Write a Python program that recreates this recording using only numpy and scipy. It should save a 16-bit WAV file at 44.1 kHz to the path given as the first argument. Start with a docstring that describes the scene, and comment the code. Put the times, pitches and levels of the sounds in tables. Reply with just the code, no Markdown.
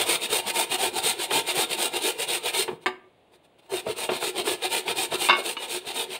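"""A potato is grated on a steel box grater: stochastic snaps of flesh on teeth, filtered by the box's resonances.
Long cutting and short return strokes follow as four pairs a second; the hand lets go for about a second.
Thumps are damped noise bursts in the box; knocks, a rattle and a clink on the china plate ring as decaying modes.
A small tiled kitchen answers with a decaying noise tail, over a faint room tone of coloured noise."""
import sys
import numpy as np
from scipy import signal
from scipy.fft import rfft, irfft, next_fast_len
from scipy.io import wavfile
from scipy.ndimage import uniform_filter1d, map_coordinates

SR = 44100
rng = np.random.default_rng(int(sys.argv[2]) if len(sys.argv) > 2 else 0)


def master(y):
    """Save y as 16-bit WAV."""
    cut = np.clip(np.atleast_2d(y).T, -1, 1)
    pcm = np.round(cut * 32767)  # scale
    wavfile.write(sys.argv[1], SR, pcm.astype(np.int16))


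N = 272979
GRID = np.fft.rfftfreq(8192, 1 / SR)  # frequencies in Hz at which filter gains are given

# Overall colour of the grating. Each row: frequency in Hz, relative spectral density in dB per Hz.
RASP_COLOUR = [(30, -34.5), (90, -15.5), (290, -11), (360, -2), (560, -4), (900, -2), (1120, -10.5),
               (1850, -10), (2500, -2.5), (4100, -3), (5700, -15), (7300, -15), (11500, -16), (15500, -15)]
# Cutting strokes down the teeth.
# Each row: middle in seconds, relative rasp level in dB, box drone in dB added to the rasp level.
CUTS = [(.116, -25, -3.5), (.353, -25.5, -2.5), (.594, -25.5, -3.5), (.837, -26.5, -3), (1.078, -25, -4.5),
        (1.362, -25.5, -1.1), (1.597, -25.5, -3.5), (1.83, -26.5, -2.5), (2.068, -26.5, -6),
        (2.331, -27.5, -4), (2.588, -26, -4.5), (3.758, -36.5, 1.5), (4.02, -33.3, -1), (4.256, -30.5, -2),
        (4.501, -29.5, -1), (4.754, -28, -4.5), (5.012, -29, -4.5), (5.238, -28.5, -4), (5.487, -33, -3.5),
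        (5.737, -32, -3), (5.994, -31.7, -3)]
# Crack of a contact on china. Each row: frequency in Hz, relative spectral density in dB per Hz.
CHINA_CRACK = [(59, -65), (100, -32), (367, -8.5), (482, -15.5), (1110, -1), (1840, -17), (2180, -4.5),
               (2370, -13), (2800, 0), (3180, -20.5), (3760, -14.5), (5720, -36.5), (6220, -37),
               (15000, -53.5)]


def amp(db):
    """Decibels to an amplitude ratio: 20 dB is a factor of ten."""
    return 10 ** (np.asarray(db) / 20)


def unit(x):
    """Normalisation to a root-mean-square value of 1."""
    return x / np.sqrt(np.mean(x ** 2) + 1e-20)


def along(points, hz):
    """Interpolation of (Hz, value) points on a logarithmic frequency axis."""
    f, v = np.transpose(points)
    return np.interp(np.log(hz + 1), np.log(f + 1), v)


def wobble(rate):
    """Smooth random modulation: a spline through random knots, rate of them a second."""
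    knots = rng.standard_normal(int(N * rate / SR) + 4)
    return map_coordinates(knots, [np.arange(N) * rate / SR])


def coloured(x, gain):
    """Minimum-phase filtering: the folded cepstrum of the GRID gains gives a causal response of energy 1."""
    cepstrum = irfft(np.log(np.maximum(gain, 1e-6)))
    half = len(cepstrum) // 2
    cepstrum[1:half] *= 2
    cepstrum[half + 1:] = 0
    response = irfft(np.exp(rfft(cepstrum)))
    return signal.fftconvolve(x, response / np.linalg.norm(response))[:len(x)]


def add(track, s, sound):
    """Superposition: a sound adds linearly to the track from time s in seconds."""
    part = track[round(s * SR):][:len(sound)]
    part += sound[:len(part)]


def grating():
    """Stochastic excitation: teeth cut flesh in snaps, denser with speed, and the steel box filters them."""
    # the soft potato takes a few milliseconds to bite and to let go
    speed, rasp, hiss, drone = uniform_filter1d(hand(swell=(1.7, 1.9, 1.4)), size=420, axis=1)
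    catch = amp(1.18 * wobble(170) + 0.24 * wobble(31))  # rows of teeth catch and let go
    cuts = snaps(3000 + 6000 * speed, spread_db=0.6) * catch
    tearing_snaps = snaps(1500 + 7000 * speed, spread_db=0.5)
    tearing = unit(tearing_snaps + 0.96 * rng.standard_normal(N)) * catch
    steel = box_gain(RASP_COLOUR)
    # the walls drone below, the teeth rasp in the middle, the wet flesh hisses on top
    above_drone = 1 / (1 + (1350 / (GRID + 1)) ** 8)
    above_rasp = 1 / (1 + (5400 / (GRID + 1)) ** 10)
    walls = amp(-1.32) * coloured(cuts * drone, steel * np.sqrt(1 - above_drone))
    teeth = amp(-0.4) * coloured(cuts * rasp, steel * np.sqrt(above_drone * (1 - above_rasp)))
    flesh = amp(-0.14) * coloured(tearing * hiss, steel * np.sqrt(above_rasp))
    return wandering(walls + teeth + flesh + rubbing(tilt_db=-3.0), depth_db=4.0, width_hz=55, life=.05)


def hand(swell):
    """Stroke kinematics: each stroke is one arc of speed; rasp, hiss and drone grow as powers of it."""
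    drone_lead_s = 0.0032  # the box is loaded just before the teeth cut
    t = np.arange(N) / SR
    speed, rasp, hiss, drone = np.zeros((4, N))
    for middle, length, (peak, flatness), db, hiss_db, drone_db in strokes():
        near = np.abs(t - middle) < length
        progress = (t[near] - middle + np.array([[0], [drone_lead_s]])) / length + .5
        from_peak = np.interp(progress, [0, peak, 1], [1, 0, 1])
        arc, load = 1 - from_peak ** flatness
        speed[near] += arc
        rasp[near] += amp(db) * arc ** swell[0]
        hiss[near] += amp(db + hiss_db) * arc ** swell[1]
        drone[near] += amp(db + drone_db) * load ** swell[2]
    return speed, rasp, hiss, drone


def strokes():
    """Reciprocating motion: passes as (middle s, length s, shape, rasp dB, hiss and drone dB re rasp)."""
    # Lighter return strokes over the backs of the teeth. Each row: middle in seconds, length in seconds,
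    # relative rasp level in dB, box drone in dB added to the rasp level.
    return_rows = [(.003, .11, -25, -2), (0.238, 0.092, -28.5, -5.5), (0.488, 0.084, -27, -4),
                   (0.732, 0.091, -25.5, -3), (0.972, 0.099, -28, -2), (1.222, 0.11, -28, -7),
                   (1.495, 0.099, -27.5, -4), (1.724, 0.098, -30, -4.5), (1.96, 0.098, -30, 0),
                   (2.216, 0.094, -27.5, -5.5), (2.472, 0.11, -28, -3.5), (3.898, 0.1, -34.5, 0.5),
                   (4.141, 0.13, -32, 1.5), (4.388, 0.1, -30, -1), (4.648, 0.087, -27, -2.5),
                   (4.898, 0.094, -27.5, -2.5), (5.14, 0.084, -29, -1), (5.386, 0.091, -32.5, 0),
                   (5.627, 0.11, -34.5, -3.5), (5.89, 0.1, -32.3, -2.5), (6.136, 0.11, -33.5, -5)]
    # Light brushes while the potato is turned in the hand.
    # Each row: middle in seconds, length in seconds, relative rasp level in dB.
    brush_rows = [(2.707, .16, -55.5), (2.829, 0.064, -56.5), (3.344, .07, -59), (3.45, 0.052, -63),
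                  (3.593, 0.032, -58.5), (3.652, .11, -64)]
    # share of the length before the peak, flatness (2 = a parabola, more = a steadier middle)
    cut_shape, return_shape = (.52, 2.47), (.58, 1.81)
    cut_s, cut_hiss_db = 0.14, -0.76
    turn_s, turned_hiss_db = 3.3, -3  # once the potato is turned, its returns slide duller
    cuts = [(s, cut_s, cut_shape, db, cut_hiss_db, drone_db) for s, db, drone_db in CUTS]
    returns = [(s, length, return_shape, db, -2.2 + turned_hiss_db * (s > turn_s), drone_db)
               for s, length, db, drone_db in return_rows]
    brushes = [(s, length, return_shape, db, -5.5, 2) for s, length, db in brush_rows]
    return cuts + returns + brushes


def snaps(rate, spread_db):
    """Random impulse process: about rate tiny snaps a second, of uneven size and mean power 1."""
    chance = np.clip(rate / SR, 1e-4, 1)
    struck = rng.random(N) < chance
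    size = rng.standard_normal(N) * amp(spread_db * rng.standard_normal(N))
    return unit(struck * size / np.sqrt(chance))


def rubbing(tilt_db):
    """Sliding friction without cutting: smooth noise, tilted by tilt_db per octave above 1 kHz."""
    level = amp(-15) * pressure()  # 15 dB under the nearby cuts
    dull = amp(tilt_db * np.log2(np.maximum(GRID, 1000) / 1000))
    return coloured(level * rng.standard_normal(N), box_gain(RASP_COLOUR) * dull)


def pressure():
    """Contact force follows the level of the cuts, with exponential rise and fall as the hand presses and lifts."""
    # The potato stays pressed to the steel between strokes. Each row: start in seconds, end in seconds.
    bouts = [(-.1, 2.66), (3.72, 6.3)]
    press_s, lift_s = .01, .035  # time constants
    t = np.arange(N) / SR
    touching = sum(np.exp(-np.maximum(on - t, 0) / press_s - np.maximum(t - off, 0) / lift_s)
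                   for on, off in bouts)
    return touching * amp(np.interp(t, *np.transpose(CUTS)[:2]))


def box_gain(spectrum):
    """Resonance: a smooth spectrum is lifted by a bell at each mode of the steel box."""
    # Resonances of the steel box. Each row: frequency in Hz, width in Hz, lift in dB.
    resonances = [(256, 17, 5.5), (364.7, 61, 10), (442, 48, 7), (478.7, 31, 6), (663, 44, 3),
                  (736, 55, 5.5), (913, 66, 6.5), (1256, 16, 5.5), (1380, 26, 7), (1703, 37, 7),
                  (2097, 61, 4.5), (2417, 115, 6), (2620, 40, 0), (2775, 100, 5), (2900, 48, 1.5),
                  (3110, 70, 3.5), (3427, 45, 5), (3689, 83, 7), (3753, 44, 5.5), (4170, 55, 4.5),
                  (8820, 2050, 13), (13700, 1500, 0)]
    lift_db = sum(db / (1 + (2 * (GRID - hz) / width) ** 2) for hz, width, db in resonances)
    return amp(along(spectrum, GRID) + lift_db)


def wandering(x, depth_db, width_hz, life):
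    """Variable loading: the potato presses on shifting spots of the sheet, so resonances come and go."""
    hz, t, z = signal.stft(x, SR, nperseg=1024, noverlap=768)
    rows, cols = np.meshgrid(hz / width_hz, t / life, indexing="ij")
    field = map_coordinates(rng.standard_normal((600, 400)), [rows, cols], order=1, mode="wrap")
    depth = depth_db / (1 + hz[:, None] / 8000)  # the crowded high modes average out
    moved = signal.istft(z * amp(depth * unit(field)), SR, nperseg=1024, noverlap=768)[1][:N]
    return unit(moved) * np.std(x)


def burst(t60):
    """Exponential decay: a puff of noise falls by 60 dB in t60 seconds."""
    t = np.arange(SR // 2) / SR
    return rng.standard_normal(len(t)) * amp(-60 * t / t60)


def thumps():
    """Damped impact: the potato bumps the box, and each spot favours another resonance."""
    # Bumps against the box. Each row: start in seconds, relative level in dB,
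    # treble tilt in dB per octave, strongest resonance in Hz.
    bumps = [(0.325, -18.5, -2.5, 475), (1.309, -14, 0.5, 807), (1.572, -16.5, -6, 470),
             (2.679, -16.5, -2, 360), (2.688, -20.5, -4.5, 938), (2.712, -23.5, -7.5, 237),
             (2.727, -25.5, -8, 174), (2.789, -41, -12, 170), (3.719, -23.5, -4.5, 405),
             (3.737, -19, -3.5, 413), (3.866, -18, -5.5, 640), (3.884, -18, -9, 442),
             (4.090, -12, -1.5, 670), (4.117, -14.5, -3.5, 326), (4.226, -17.5, -1, 423),
             (4.473, -14, 1, 420), (4.880, -18, 2.5, 380), (5.122, -17, 0, 665)]
    # Colour of a bump. Each row: frequency in Hz, relative spectral density in dB per Hz.
    bump_colour = [(40, -44.5), (150, -11.5), (300, -9.5), (380, -2), (1000, 0.5), (1800, -5.5),
                   (3300, -5.5), (5000, -29), (8000, -35.5), (15000, -41.5)]
    track = np.zeros(N)
    for s, db, tilt_db, hz in bumps:
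        tilt = tilt_db * np.log2(np.maximum(GRID, 150) / 400)
        favoured = 10 / (1 + ((GRID - hz) / 28) ** 2)
        gain = box_gain(bump_colour) * amp(tilt + favoured)
        add(track, s, amp(db - 6.5) * coloured(burst(t60=0.088), gain))
    return track


def clatter(blows, modes, crack, ring_db, crack_db, crack_t60, damping):
    """Modal synthesis: each hard contact gives a noise crack and rings decaying modes at new strengths."""
    track, t = np.zeros(N), np.arange(SR // 2) / SR
    hz, level, t60 = np.transpose(modes)[:, :, None]
    for s, db in blows:
        size = amp(level + 2 * rng.standard_normal(hz.shape))
        phase = 2 * np.pi * (hz * t + rng.random(hz.shape))
        decay = amp(-60 * damping * t / t60)
        ring = np.sum(size * np.sin(phase) * decay, axis=0) / np.linalg.norm(size)
        ring *= 1 - np.exp(-t / 0.00043)  # soft onset
        snap = coloured(burst(crack_t60), amp(along(crack, GRID)))
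        add(track, s, amp(db) * (amp(ring_db) * ring + amp(crack_db) * snap))
    return track


def knocks():
    """Repeated impact: the grater's foot drops on the plate and bounces, ringing its modes."""
    # Contacts of the foot. Each row: start in seconds, relative level in dB.
    blows = [(2.860, -18.5), (2.864, -17), (2.880, -26.5)]
    # Modes. Each row: frequency in Hz, mean relative level in dB, T60 in seconds before added damping.
    modes = [(245, -19, 0.25), (371, 0.5, 0.28), (488, -19, 0.42), (677, -7, 0.16), (738, -7, 0.19),
             (870, -5, 0.18), (1183, -6.5, 0.17), (1580, -3, 0.057), (1810, -20, 0.14), (2200, 1.5, 0.059),
             (2250, -17, 0.32), (2840, -9.5, 0.2), (2830, -21, 0.27), (2960, -10, .14), (3171, -18, .19),
             (3700, -9, 0.14), (3910, -17, .16), (4960, -23, 0.18), (6869, -37, .22), (9383, -25, .13)]
    # Crack. Each row: frequency in Hz, relative spectral density in dB per Hz.
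    crack = [(59, -53), (100, -26.5), (352, -10.5), (535, -7.5), (1160, -1), (1350, -11), (1590, -2.5),
             (2180, -8), (2630, -10.5), (2860, -7.5), (4840, -19.5), (5960, -45), (6760, -24.5),
             (15000, -42)]
    return clatter(blows, modes, crack, ring_db=-2.5, crack_db=-2, crack_t60=0.068, damping=1.08)


def plate_rattle():
    """Chattering contact: the plate rattles against the neighbouring plate, each blow ringing the china's
    modes."""
    # Contacts of the plate. Each row: start in seconds, relative level in dB.
    blows = [(5.287, -16.5), (5.295, -10.5), (5.299, -17), (5.3075, -13), (5.328, -16), (5.333, -24.5),
             (5.350, -24), (5.361, -29)]
    # Modes. Each row: frequency in Hz, mean relative level in dB, T60 in seconds before added damping.
    modes = [(361, -10.5, 0.53), (617.5, -18, 0.42), (910, -9, 0.14), (1050, -6, 0.081), (1123, -1, 0.24),
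             (1330, -17, .25), (1410, -14, .1), (1470, -7.5, 0.25), (1550, -4, 0.23), (1725, -8, 0.21),
             (2150, -6, 0.099), (2190, -4.5, 0.23), (2360, -12, 0.12), (2747, -6, 0.25), (2840, -7.5, .09),
             (2920, -4.5, .22), (3000, -15, .12), (3530, -6.5, 0.1), (3630, -0.5, 0.18), (3730, -4, .11),
             (3930, -10, .12), (4460, -18, 0.12), (4735, -13.5, 0.12), (4940, -13, 0.11), (5297, -25, 0.16),
             (6230, -35, .25)]
    return clatter(blows, modes, CHINA_CRACK, ring_db=-0.2, crack_db=-1, crack_t60=0.058, damping=1.42)


def edge_clink():
    """Single impact: the grater's edge ticks against the plate and rings a few modes."""
    # Ticks. Each row: start in seconds, relative level in dB.
    blows = [(5.568, -24.5)]
    # Modes. Each row: frequency in Hz, mean relative level in dB, T60 in seconds before added damping.
    modes = [(926, -3.5, 0.094), (1660, -13, .2), (2350, -2, 0.059), (2520, -9, 0.09), (2930, -3, 0.29),
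             (3680, -8, .12), (4400, -16, .15), (6300, -30, .2)]
    return clatter(blows, modes, CHINA_CRACK, ring_db=1, crack_db=1.5, crack_t60=.035, damping=1.3)


def kitchen(x):
    """Reverberation: convolution with a noise tail whose decay time depends on frequency."""
    # Decay of the tiled room. Each row: frequency in Hz, T60 in seconds.
    room_decay = [(150, 0.72), (700, 0.4), (2500, 0.4), (5000, 0.22), (10000, 0.26)]
    hz, t, z = signal.stft(rng.standard_normal(SR // 2), SR, nperseg=256)
    tail = signal.istft(z * amp(-60 * t / along(room_decay, hz)[:, None]), SR, nperseg=256)[1]
    delayed = np.pad(x, (round(.005 * SR), 0))  # the tail starts 5 ms late
    return signal.fftconvolve(delayed, tail / np.linalg.norm(tail))[:N]


def room_tone():
    """Stationary noise: Gaussian noise shaped to the colour of the quiet room."""
    # Colour of the room tone. Each row: frequency in Hz, relative spectral density in dB per Hz.
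    air_colour = [(15, -39.5), (30, -21.5), (85, -1.5), (200, -3), (400, 0.5), (700, 1), (1200, -12),
                  (1800, -15), (2500, -12.5), (3700, -14), (5500, -34.5), (9200, -28), (15500, -42.5)]
    return amp(-61.5) * unit(coloured(rng.standard_normal(N), amp(along(air_colour, GRID))))


def scene():
    """Superposition of grating, bumps and clatter, their reverberation and a faint room tone."""
    knock, rattle, clink = knocks(), plate_rattle(), edge_clink()
    near = grating() + thumps() + knock + rattle + clink
    air = room_tone()
    return (near + amp(-15.5) * kitchen(near) + air)[None]


def record(dry):
    """Band limitation: spectral components from 15650 Hz upward are removed."""
    top_hz = 15650
    size = next_fast_len(N + SR // 2)
    kept = np.fft.rfftfreq(size, 1 / SR) < top_hz
    return irfft(rfft(dry, size) * kept, size)[:, :N]


dry = scene()
out = record(dry)
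master(out)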